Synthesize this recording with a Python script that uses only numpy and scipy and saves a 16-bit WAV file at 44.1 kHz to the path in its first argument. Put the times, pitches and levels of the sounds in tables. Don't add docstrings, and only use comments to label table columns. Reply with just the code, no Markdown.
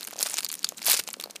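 import sys
import numpy as np
from scipy import signal
from scipy.fft import rfft, irfft
from scipy.io import wavfile
from scipy.ndimage import uniform_filter1d

SR = 44100
rng = np.random.default_rng(int(sys.argv[2]) if len(sys.argv) > 2 else 0)


def boost_factor(decibels):
    exponent = np.asarray(decibels, float) / 20
    return 10 ** exponent


def wav_out(sig):
    wavfile.write(sys.argv[1], SR, np.round(np.clip(np.atleast_2d(sig).T, -1, 1) * 32767).astype(np.int16))


N = 61739

# [t/s, peak level/dB, main ring f/Hz,
# treble level/dB, body level/dB]; the last two are against the middle
CREASE_SNAPS = [(0.0089, -25.5, 4000, 1, -9), (0.0259, -35.0, 4950.0, -5, 4),
                (0.0299, -24.5, 4050.0, -6, -15), (0.042, -28, 11600, 8, -15), (0.0495, -24.5, 6200, 1, -5),
                (0.0725, -22, 11000, 9.5, -16.5), (0.0754, -28, 6720.0, 8, 6), (0.0853, -31, 11020.0, 2, 1.5),
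                (0.109, -27, 12100, 2, 0), (0.1338, -29.0, 5200, -9, -4), (0.1583, -37, 3960.0, -16.5, -5),
                (0.1669, -36, 3300, -12, -7), (0.1814, -42, 5240, -16, 3.5),
                (0.1902, -17.5, 5680, -10, -32.5), (0.2025, -21.5, 4500, 5, -11), (0.2082, -18, 5250, -5, -7),
                (0.2138, -28, 8180.0, -1, -6.5), (0.2172, -16, 11200, 7, -4), (0.228, -5.5, 4936, 2.5, -15.5),
                (0.2329, -14.5, 10200, 4, -9.5), (0.2426, -27, 9850, 8, -13), (0.2603, -20, 3700.0, 0, -5),
                (0.2629, -22.0, 1660, -4, 0.5), (0.2703, -18.5, 8900, 3, -11), (0.2762, -26.5, 9800, 3, 3),
                (0.2889, -32.5, 4950.0, -10.5, -13.5), (0.2984, -19.5, 8500, 8, -7),
                (0.3068, -26, 7500, -10, -37.5), (0.315, -23.5, 10600, 20, -23.5),
                (0.3213, -27, 7970.0, 5.5, -7), (0.334, -25, 8060, -9.5, -9), (0.3415, -13.5, 5970, -6, -14),
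                (0.3649, -30.5, 6290.0, -29, 0), (0.3701, -17, 5020, -27, -11),
                (0.3782, -28, 5080.0, -11, -6), (0.3837, -12.5, 4920, -2.5, -5),
                (0.388, -14.5, 5040.0, -13.5, -9),
                (0.3914, -21.5, 7540.0, 4, -5), (0.4063, -20.5, 9900, -5, -4),
               (0.432, -24, 4870.0, -4.5, -3.5), (0.4475, -22.5, 4550, -4, -20),
               (0.4467, -13.5, 4900, -0.5, -27), (0.4535, -23.5, 4700, -10, -15),
               (0.4644, -22, 4500, -26, -5.5), (0.4876, -26.5, 11900, 10, -11),
               (0.4902, -20.5, 6600, -7, -19.5), (0.5013, -25, 3680, -22.5, -6),
               (0.5161, -20.5, 10420, -5, -15), (0.5207, -25, 6700, -13, -19),
               (0.5275, -20, 12490.0, -1, -8), (0.5405, -18.5, 3460, 0.5, -18),
               (0.5532, -22, 10500, 4, -5.5), (0.5922, -26, 5500, -3, -15),
               (0.606, -41.0, 4690.0, -19, -20), (0.62, -42, 6080, -4, -16.5), (0.63, -28, 4430, -2, -16),
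               (0.6431, -23.5, 3640, -19.5, 10), (0.6449, -8, 4824, -13, -17.5),
               (0.669, -30.5, 3624, -18.5, -6), (0.6899, -14.5, 4930, -4, -43),
               (0.7222, -37.5, 1210.0, -8, 3), (0.7716, -33, 6930.0, -9, -23), (0.775, -29, 9230, 1, -9.5),
               (0.7793, -31, 14080.0, -7.5, -14), (0.7821, -28.5, 4170, -16, -16.5),
               (0.792, -33, 1380.0, 4, 8), (0.8068, -48, 4180.0, -4, 1.5), (0.8174, -29, 4240, -5, -7),
               (0.8195, -24.5, 5340.0, -12.5, -1), (0.8287, -23.5, 5000.0, -4, -12),
               (0.8472, -20.5, 6680.0, 8, -6.5), (0.8579, -17.5, 11760.0, -1.5, -17),
               (0.8648, -8.5, 11930.0, 14, -2), (0.8674, -14, 12800, 7, -5),
                (0.8711, -12.5, 10200, -1, -14), (0.8759, -18, 10500, 11, -22),
                 (0.884, -13.5, 4720, -3, -4), (0.8899, -16, 3730, 0, -13), (0.8918, -18, 8100, 0, -8),
                 (0.8996, -3, 11200, 10.5, -11), (0.904, -12, 4170, 6, -17), (0.9081, -13.5, 4700, 5, -5),
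                 (0.9136, -6.5, 14600, 12, -23.5), (0.9171, -2, 5180, 9, -24),
                 (0.9247, -12, 10570, 2.5, -8), (0.9322, -9, 3880.0, 2, -10),
                 (0.9409, -10, 7220, -6, -38.5), (0.9453, -17.5, 4040, 8, -23.5),
                 (0.967, -31, 3600, -2.5, -20.5), (0.9716, -15, 9200, 4, -14),
                 (0.975, -17.5, 5340, -2, -10), (0.9854, -30, 5210.0, -5, 1), (0.9913, -16, 4270, 3, -5),
                 (0.9957, -15, 4200, 12, 0), (0.9979, -15.5, 5100, 1, -3), (1.0378, -27.5, 4560, 1.5, -14),
                 (1.0697, -34.0, 8910.0, 4, -4), (1.0764, -22.0, 7410.0, -15.5, -23),
                 (1.0882, -23, 3100.0, 1, -3), (1.1034, -27, 7500, -3, -14), (1.11, -31, 5040.0, -17, -5),
                 (1.1319, -21.5, 10250.0, 19, -9), (1.1399, -22.5, 6790, -31.5, -2),
                 (1.1998, -20.5, 3740, -1, -1), (1.211, -24.5, 10300, 3, -6),
                 (1.239, -19.5, 4150, -5.5, -9.5), (1.259, -34.5, 4000, -6, -4),
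                 (1.299, -36.5, 4010.0, -12, -12), (1.3089, -28.0, 4860, -2.5, -18),
                 (1.3582, -30.5, 1836, 0, 1), (1.3628, -26, 2940, -15.5, 0)]
# [t/s, peak level/dB, f/Hz]
PANEL_POPS = [(0.0095, -42.5, 414), (0.0836, -41, 470), (0.1294, -32.5, 590), (0.1587, -34, 614),
              (0.181, -37.5, 576), (0.1967, -32, 543), (0.2054, -32.5, 630), (0.228, -31.5, 500),
              (0.259, -29.5, 630), (0.3407, -30.5, 770), (0.3868, -31, 900), (0.4516, -36, 1030),
              (0.6453, -36, 814), (0.7218, -32.5, 597), (0.8178, -38.5, 766), (0.8831, -21.5, 699),
              (0.9394, -25, 510), (0.9923, -31.5, 387), (0.9895, -42, 80), (1.0762, -37.5, 514),
              (1.0877, -29.5, 810), (1.169, -38.5, 470), (1.1969, -34, 453), (1.238, -38, 485),
              (1.259, -32.5, 500), (1.274, -36.5, 552), (1.2981, -36.5, 614), (1.3553, -37.5, 512)]
# [t/s, crackle level/dB]
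FILM_MOTION = [(0, -44.5), (.03, -50), (0.172, -45), (0.211, -39.5), (0.342, -36), (0.409, -48.5),
               (.48, -66), (0.533, -43.5), (0.57, -52.5), (.63, -55.5), (.7, -50.5), (.765, -58),
               (0.854, -38), (0.882, -22.5), (0.945, -24), (1.021, -51.5), (1.06, -54), (1.4, -77)]
# [start t/s, length t/s, crackle level/dB]
FOLD_FLURRIES = [(0.068, 0.0194, -44.5), (0.263, .012, -34), (0.376, 0.02454, -33), (0.425, 0.015, -38),
                 (0.438, 0.013, -40), (0.487, 0.013, -40.5), (0.646, 0.00468, -34.5),
                 (0.767, 0.0426, -55.5), (0.816, 0.006, -45), (0.97, 0.01, -55), (.991, 0.017, -29.5),
                 (1.071, 0.0124, -34.5), (1.141, 0.013, -52), (1.199, 0.0295, -44.5), (1.248, 0.011, -47),
                 (1.298, 0.017, -46), (1.352, 0.014, -38.5)]
# [f/Hz, level/dB]
CRACKLE_COLOUR = [(100, -16.5), (200, -6.5), (600, -8.5), (1200, -10.5), (2500, -2.5), (5000, 1.5),
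                  (11000, -0.5), (15500, -8.5)]
# [f/Hz, level/dB]
HUM_COLOUR = [(25, 14.5), (90, -6), (200, 9), (380, 3.5), (700, -1.5), (3000, -9.5), (15500, -16.5)]
# [lowest f/Hz, pitch ratio from one patch to the next]
FILM_PATCHES = [
    (1100, 1.4),
    (3300, 1.37),
    (8500, 1.21),
]

SIZE, LEAD = 2048, 200


def evened(x):
    return x / np.sqrt(np.mean(x ** 2) + 1e-20)


def coloured(x, points):
    f, db = np.transpose(points)
    bin_hz = np.fft.rfftfreq(len(x), 1 / SR)
    gain = boost_factor(np.interp(np.log(bin_hz + 1), np.log(f), db))
    return irfft(rfft(x) * gain, len(x))


def ring(hz, q):
    ratio = np.fft.rfftfreq(SIZE, 1 / SR) / np.reshape(hz, (-1, 1)) + 1e-9
    return 1 / (1 + 1j * q * (ratio - 1 / ratio))


def place(times, peaks_db, sounds, size):
    top = np.sqrt(2 * uniform_filter1d(sounds ** 2, size=size, axis=1).max(axis=1))
    mix = np.zeros(N + SIZE + LEAD)
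    at = np.round(times * SR).astype(int)[:, None] + np.arange(SIZE)
    np.add.at(mix, at, sounds * (boost_factor(peaks_db) / top)[:, None])
    return mix[LEAD:N + LEAD]


def hum():
    noise = rng.standard_normal(N + 1)
    return boost_factor(-54) * evened(coloured(noise, HUM_COLOUR))[:N]


def room(x):
    t60_s, first_wall_s = .18, .004
    t = np.arange(SR // 3) / SR
    tail = rng.standard_normal(len(t)) * boost_factor(-60 * t / t60_s) * (t > first_wall_s)
    return signal.fftconvolve(x, tail / np.linalg.norm(tail))[:N]


def crackle():
    usual_rate, busier, spread_db = 900, .6, 5.4
    t = np.arange(N) / SR
    s, db = np.transpose(FILM_MOTION)
    level = boost_factor(np.interp(t, s, db))
    for start, length, flurry_db in FOLD_FLURRIES:
        swell = np.sin(np.pi * np.clip((t - start) / length, 0, 1)).clip(0)
        level = level + boost_factor(flurry_db) * np.sqrt(swell)

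    rate = usual_rate * (level / boost_factor(-45)) ** busier
    cracks = rng.random(N) < rate / SR
    size = boost_factor(spread_db * np.minimum(rng.exponential(1, N), 3)) * cracks
    size = size * level / np.sqrt(rate / usual_rate)

    patch = rng.integers(0, 24, N)
    hz = np.geomspace(330, 15000, num=24)
    push = rng.standard_normal((24, SIZE)) * np.exp(-np.arange(SIZE) / SR / .0004)
    tilt = np.sqrt(14000 / hz)[:, None] ** 0.24
    grains = irfft(rfft(push) * (ring(hz, 1.16) * tilt + 0.23))

    out = np.zeros(N)
    for k, grain in enumerate(grains):
        out += signal.oaconvolve(size * (patch == k), grain / np.linalg.norm(grain))[:N]
    out = coloured(np.r_[out, 0], CRACKLE_COLOUR)[:N]
    return out / np.sqrt(np.mean((out / level) ** 2))


def pops():
    s, db, hz = np.transpose(PANEL_POPS)
    fade = np.exp(-np.abs(np.arange(SIZE) - LEAD) / SR / .002)
    push = rng.standard_normal((len(s), SIZE)) * fade * .025
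    push[:, LEAD] = np.sign(push[:, LEAD])
    sounds = irfft(rfft(push) * ring(hz, 1.4) * ring(hz, 1.2))
    return place(s, db - 1.5, sounds, size=90)


def snaps():
    s, db, hz, treble_db, body_db = np.transpose(CREASE_SNAPS)
    t = (np.arange(SIZE) - LEAD) / SR
    draw = rng.standard_normal((len(s), 2, SIZE))
    pick = rng.random((len(s), 9))

    clumps = np.abs(uniform_filter1d(draw[:, 1], size=30, axis=1)) * 5.5
    creak = boost_factor(-30) * clumps * np.exp(t / .0015)
    tiny_steps = boost_factor(-15) * np.exp(-t / .0004)
    rattle = boost_factor(-23) * clumps * np.exp(-t / .0026)
    around = draw[:, 0] * np.where(t < 0, creak, tiny_steps + rattle)
    push = rfft(np.where(t == 0, np.sign(draw[:, 0]), around))

    main_q = 4 * np.sqrt(hz / 4000)[:, None]
    push = push * (1 + ring(hz, main_q) / boost_factor(-10))

    out = 0
    shares_db = (body_db, 0 * s, treble_db)
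    for b, ((low_hz, step), share_db) in enumerate(zip(FILM_PATCHES, shares_db)):
        part = 0
        for k in range(3):
            patch_hz = low_hz * step ** (k + pick[:, 3 * b + k])
            part = part + (-1) ** (k + b) * ring(patch_hz, 1.7)
        part = part * push * ring(low_hz * step ** 1.5, 1) ** 2
        out = out + part * (boost_factor(share_db) / np.linalg.norm(part, axis=1))[:, None]
    return place(s, db, irfft(out), size=30)


def scene():
    bag = crackle() + pops() + snaps()
    return (hum() + boost_factor(-23.5) * room(bag) + bag)[None]


def top_cut(x):
    return signal.sosfilt(signal.butter(12, 17310, fs=SR, output="sos"), x)


def record(dry):
    edge_hz, edge_db = 15300, -40
    squashed = .7 * np.tanh(dry / .7)
    low_cut = signal.butter(2, 125, "high", fs=SR, output="sos")
    x = signal.sosfilt(low_cut, squashed)
    under = signal.oaconvolve(x, signal.firwin(255, edge_hz, fs=SR)[None], "same")
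    mix = under + boost_factor(edge_db) * (x - under)
    return top_cut(mix)


dry = scene()
out = record(dry)
wav_out(out)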